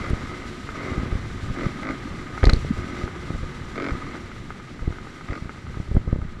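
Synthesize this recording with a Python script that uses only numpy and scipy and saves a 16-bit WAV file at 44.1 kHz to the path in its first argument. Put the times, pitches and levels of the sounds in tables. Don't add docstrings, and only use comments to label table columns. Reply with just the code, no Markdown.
import sys
import numpy as np
from scipy import signal
from scipy.io import wavfile
from scipy.ndimage import uniform_filter1d

SR = 44100
rng = np.random.default_rng(int(sys.argv[2]) if len(sys.argv) > 2 else 0)


def transcribe(signal):
    frames = np.atleast_2d(signal).T
    limited = np.clip(frames, -1, 1)
    pcm = np.round(limited * 32767).astype(np.int16)
    wavfile.write(sys.argv[1], SR, pcm)


N = 282240
T = np.arange(N) / SR


def amp(db):
    return 10 ** (np.asarray(db) / 20)


def evened(x):
    return x / np.sqrt(np.mean(x ** 2) + 1e-20)


def level_curve(rows):
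    s, db = np.transpose(rows)
    return np.interp(T, s, db)


def add(mix, s, sound):
    part = mix[round(s * SR):][:len(sound)]
    part += sound[:len(part)]


def band(x, lo_hz, hi_hz):
    return signal.sosfilt(signal.butter(3, [lo_hz, hi_hz], "band", fs=SR, output="sos"), x)


def colour(x, points):
    f, db = np.transpose(points)
    hz = abs(np.fft.fftfreq(8192, 1 / SR))
    gain_db = np.interp(np.log(hz + 1), np.log(f + 1), db, left=-70, right=-90)
    log_gain = gain_db * np.log(10) / 20
    spectrum = np.exp(np.conj(signal.hilbert(log_gain)))
    taps = np.fft.ifft(spectrum).real[:4096]
    return signal.oaconvolve(x, taps)[:len(x)]


def ring(x, modes):
    out = np.zeros(len(x))
    for hz, width_hz, db in modes:
        out += amp(db) * signal.lfilter(*signal.iirpeak(hz, hz / width_hz, SR), x)
    return out


def lumps(ms):
    size = int(ms * SR / 1000)
    once = uniform_filter1d(rng.standard_normal(N), size)
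    return evened(uniform_filter1d(once, size))


def bursts(events, ms, rattle):
    out = np.zeros(N)
    u = T[:1500] * 1000 / ms
    shape = (1 - np.exp(-8 * u)) * (np.exp(-u) + rattle * np.exp(-u / 7))
    for s, db in events:
        blow = rng.standard_normal(1500) * shape
        add(out, s, amp(db) * blow * np.linalg.norm(shape) / np.linalg.norm(blow))
    return out


# (first firing t/s, throttle shut t/s, firing rate f/Hz, load level/dB,
# steady share of the gas noise [0-1], pipe boom level/dB)
BLIPS = [(0.0, .125, 48.8, -39.5, .5, -1), (.145, .48, 47, -45.5, .4, 0), (.745, .965, 47, -39.5, .6, 2.5),
         (.978, 1.08, 44, -42.5, .5, 4), (1.5624, 1.68, 43.2, -33.5, .2, 4),
         (1.832, 1.93, 52.7, -34.5, .2, 4), (2.765, 3.075, 44.6, -40.5, .3, 2),
         (3.7565, 3.928, 46.6, -29.5, .07, -2.5), (4.0, 4.19, 45, -46, .4, 3),
         (5.2865, 5.395, 45.2, -34, .1, -8)]
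# (f/Hz, level/dB)
BLAST_TONE = [(60, -22), (150, -10), (400, -10), (650, -13), (800, -25), (1150, -14), (1700, -18),
              (2300, -15), (2700, -40)]
# (f/Hz, width f/Hz, level/dB)
PIPE_RING = [(275, 45, 23.5), (540, 140, 9)]
# (f/Hz, level/dB)
RASP = [(300, 6), (600, 4), (900, -7), (1250, 1), (1700, -4), (2150, -2), (2650, -13), (5000, -18),
        (8000, -34.5)]
LOAD_SAG_DB_PER_S, BLAST_DB, PUFF_DB = 10, 41.5, 14
REPEAT_SHARE = .55
RING_DELAY_S = .009


def exhaust():
    fired, booms, puffs = np.zeros((3, N))
    for start, shut, rate, load_db, steady, boom_db in BLIPS:
        t = np.arange(0, shut - start, 1 / SR)
        cycle, phase = (rate * t).astype(int), rate * t % 1
        filling_db = -6 * np.exp(-t / .035)
        uneven_db = 0.4 * rng.standard_normal(40)[cycle]
        strength = amp(load_db - LOAD_SAG_DB_PER_S * t + filling_db + uneven_db)
        closing = np.clip((t[-1] - t) / .04, .3, 1)
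        firings = np.diff(cycle, prepend=-1) * strength * closing
        add(fired, start, firings)
        add(booms, start + RING_DELAY_S, amp(boom_db) * firings)
        returned = .3 * (phase > .38) * np.exp(-(phase - .38) / .14)
        puff = np.exp(-phase / .17) + returned + steady
        fresh, alike = rng.standard_normal((2, len(t)))
        repeated = alike[(phase / rate * SR).astype(int)]
        gas = np.sqrt(1 - REPEAT_SHARE) * fresh + np.sqrt(REPEAT_SHARE) * repeated
        fade = np.clip((t[-1] - t) / .022, 0, 1)
        add(puffs, start, gas * strength * puff * fade)
    standing_wave = ring(colour(booms, BLAST_TONE), PIPE_RING)
    thrum = amp(BLAST_DB) * (colour(fired, BLAST_TONE) + standing_wave)
    return thrum + amp(PUFF_DB) * colour(puffs, RASP)


# (t/s, level/dB)
COAST = [(0, -35.5), (.6, -40.5), (.95, -35.5), (1.3, -40), (1.75, -35.5), (2.2, -38.5), (3.1, -38),
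         (3.65, -40.5), (3.95, -37), (4.45, -43.5), (5.25, -42.5), (6.4, -46)]
# (f/Hz, level/dB)
CLATTER = [(100, 3), (250, 5), (420, -4), (600, -9), (900, -11), (1700, -10.5), (2300, -17.5),
           (2700, -22.5), (4000, -23), (6000, -74)]


def coasting():
    noise = rng.standard_normal(N) * amp(1.38 * lumps(6.3))
    return amp(level_curve(COAST)) * evened(colour(noise, CLATTER))


# (f/Hz, width f/Hz, level/dB above the plain wall)
HOUSING = [(361.6, 16, 3), (1245.4, 61, 10), (1502, 85, -2), (2045, 197, 3.5), (5800, 67, 2.5),
           (7330, 610, -3.5)]


def through_housing(x):
    return x + ring(x, HOUSING)


# (t/s, level/dB ahead of the filters)
KNOCKS = [(2.4305, -15.5), (2.4335, -18.5), (2.4405, -17.5), (2.469, -17.5), (2.494, -12), (2.531, -27)]


def slams():
    blows = bursts(KNOCKS, 2.0, 0.12)
    knock = band(through_housing(blows), 730, 2400)
    thud = band(blows, 204, 560)
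    return amp(6.5) * knock + amp(11.5) * thud


# (t/s, level/dB ahead of the filters)
CRACKS = [(2.4405, -30.5), (2.4538, -23), (2.4694, -35), (2.4965, -23.5), (2.5338, -22.5), (2.5606, -43)]
# (f/Hz, width f/Hz, level/dB)
MOUNT = [(4280, 430, 19)]


def mount_cracks():
    cracks = bursts(CRACKS, 1.35, 0.074)
    return amp(3) * band(ring(cracks, MOUNT) + amp(-0.5) * cracks, 910, 7100)


# (t/s, level/dB of the impulse)
TAPS = [(0.69, -23), (2.378, -22), (3.078, -24), (4.153, -27), (4.316, -30.5), (4.364, -34), (4.505, -24),
        (4.6, -34), (4.793, -35), (4.925, -29.5), (4.985, -30), (5.071, -34), (5.21, -32), (5.494, -25.5),
        (5.668, -32), (5.743, -32.5), (5.966, -31), (6.217, -33)]
# (f/Hz, width f/Hz, level/dB)
SHELL = [(415, 110, -4), (915, 340, -6.5), (1277, 87, 5.5), (1444, 63, -1), (2090, 46, 3)]


def grit_taps():
    grit = np.zeros(N)
    for s, db in TAPS:
        add(grit, s, [amp(db)])
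    contacts = signal.lfilter(np.hanning(24), 1, grit)
    return amp(13.0) * ring(contacts, SHELL)


# (t/s, level/dB ahead of the filter)
TICKS = [(.099, -33), (2.778, -37), (5.945, -41)]


def sand_ticks():
    return band(bursts(TICKS, 1.4, .05), 6800, 9900)


# (centre t/s, peak level/dB, f/Hz, half-length [ms])
FLAPS = [(1.667, -10, 143, 10), (2.058, -24, 246, 17), (2.7106, -11.5, 216, 14.7)]


def visor_flaps():
    out = np.zeros(N)
    for s, db, hz, ms in FLAPS:
        t = np.arange(-ms / 1000, ms / 1000, 1 / SR)
        envelope = np.exp(-(t * 3000 / ms) ** 4)
        add(out, s + t[0], -amp(db) * np.cos(2 * np.pi * hz * t) * envelope)
    return out


POP_SHARPNESS = 1.62
BUILD_MS, FLIP_SHARE = 4.9, 0.12


def pop(rise_ms, build_share):
    ms = np.arange(-2000, 2000) * 1000 / SR
    u = np.maximum(ms, 0) / rise_ms
    build = np.where(ms < 0, np.exp(ms / BUILD_MS), np.exp(-u / FLIP_SHARE))
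    return (u * np.exp(1 - u)) ** POP_SHARPNESS - build_share * build


# (peak t/s, peak pressure [+ pushes, - sucks], rise [ms], build-up the other way [share of the peak])
POPS = [(.109, 0.21, 3.2, .5), (0.135, -0.29, 2.3, 0.65), (0.919, 0.087, 1.05, 0.96),
        (0.925, -0.11, 0.89, 0.22), (.981, -0.22, 1.5, 0.43), (1.0, -0.17, 2.2, .3),
        (1.034, 0.2, 0.78, 0.36), (1.128, -0.23, 2.9, 0.42), (1.156, 0.22, 2.27, 0.38),
        (1.506, -0.16, 4.4, 0.43), (1.65, .1, 5.7, .3), (1.906, -0.1, 0.38, 0.49), (2.431, -0.26, 2, 0.09),
        (2.4387, 0.47, 6.1, 0.11), (2.4411, -0.79, 0.4, 0.11), (2.4439, -0.42, 1.5, .11),
        (2.465, 0.25, 6.1, .3), (2.4704, -0.38, 1.54, 0.38), (2.474, -0.86, 2.5, 0.65),
        (2.49, 0.64, 8.4, 0.21), (2.495, -0.28, 3, .1), (2.536, -0.64, 3.75, 0.59),
        (2.5396, 0.11, 1.8, 0.11), (2.569, 0.25, 2.6, 0.11), (2.649, 0.16, 0.67, 0.47),
        (3.041, 0.15, 2.4, 0.46), (3.306, 0.19, 0.99, 0.5), (3.351, 0.11, 4, 0.23),
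        (3.434, -0.14, 3.5, 0.38), (3.924, 0.17, 4.4, 0.46), (3.938, 0.098, 1.4, .3),
        (3.953, 0.097, 1.1, 0.33), (4.825, 0.12, 3.9, .2), (4.88, -0.27, 2.46, 0.73),
        (4.907, -.11, 1.7, 0.44), (5.298, -0.029, 1.7, 0.12), (5.304, 0.13, 2.9, 0.37),
        (5.325, 0.11, 0.66, 0.79), (5.425, -0.07, 2, 0.73), (5.458, -0.085, 1.7, .2),
        (5.701, -0.099, 2.7, 0.49), (5.773, 0.13, 1.3, .3), (5.803, -0.13, 1.94, 0.85),
        (5.917, -0.18, 3, 0.62), (5.954, 0.33, 4.7, 0.74), (5.968, 0.18, 1.3, 1), (5.971, -0.69, 2.5, .2),
        (6.08, 0.17, 3.1, 1), (6.13, -0.58, 1.57, 0.17), (6.162, -.13, 1.3, 0.84), (6.19, 0.16, 2.5, 0.23),
        (6.226, -0.11, 3.1, 0.29)]
PORT_HZ = 734
WAKE_DB, WAKE_MS = -15, 4.4


def pressure_pops():
    pops = np.zeros(N)
    for s, pressure, rise_ms, build_share in POPS:
        sound = pop(rise_ms, build_share)
        add(pops, s - rise_ms / 1000 - len(sound) / 2 / SR, pressure * sound)
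    step = 1000 / WAKE_MS / SR
    wake_level = signal.lfilter([step], [1, step - 1], abs(pops))
    wake = wake_level * evened(band(rng.standard_normal(N), 91, 503))
    port = signal.butter(1, [18, PORT_HZ], "band", fs=SR)
    return signal.lfilter(*port, pops + amp(WAKE_DB) * wake)


# (t/s, level/dB)
WIND = [(0, -33.5), (.7, -38.5), (1.07, -29.5), (1.57, -31.5), (1.8, -37.5), (2.44, -35), (2.6, -27),
        (3.15, -38), (3.4, -30), (3.68, -37), (4.06, -36), (4.7, -39), (4.88, -35.5), (5.15, -44),
        (5.45, -39), (5.8, -32), (6.13, -30.5), (6.4, -37)]
# (f/Hz, level/dB)
GUST = [(12, 19.5), (25, -1), (45, -5), (100, -3), (200, -13.5), (400, -28), (800, -74)]


def wind_rumble():
    eddies = rng.standard_normal(N) * amp(3 * lumps(9))
    return band(amp(level_curve(WIND)) * evened(colour(eddies, GUST)), 20, 2000)


# (t/s, level/dB)
RUSH = [(0, -48), (1.0, -49.5), (2.3, -50), (2.5, -48), (3.2, -50.5), (4.0, -51), (4.7, -54), (5.8, -54),
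        (6.1, -59), (6.4, -57.5)]
# (f/Hz, level/dB)
AIR = [(1500, -4.5), (2500, -3), (4000, -4), (6400, -12.5), (8500, -18), (12200, -27), (12600, -49)]


def rush():
    hiss = evened(colour(rng.standard_normal(N), AIR))
    return amp(level_curve(RUSH) + 1.12 * lumps(22)) * hiss


def scene():
    inside = through_housing(exhaust() + coasting() + rush())
    shell = slams() + mount_cracks() + grit_taps() + sand_ticks() + visor_flaps()
    port = pressure_pops() + wind_rumble()
    return (inside + shell + port)[None]


EDGE_HZ = 12370


def record(dry):
    rounded = 1.2 * np.tanh(dry / 1.2)
    low_pass = signal.firwin(511, EDGE_HZ, window=("kaiser", 9), fs=SR)
    return signal.oaconvolve(rounded, low_pass[None], "same")


dry = scene()
out = record(dry)
transcribe(out)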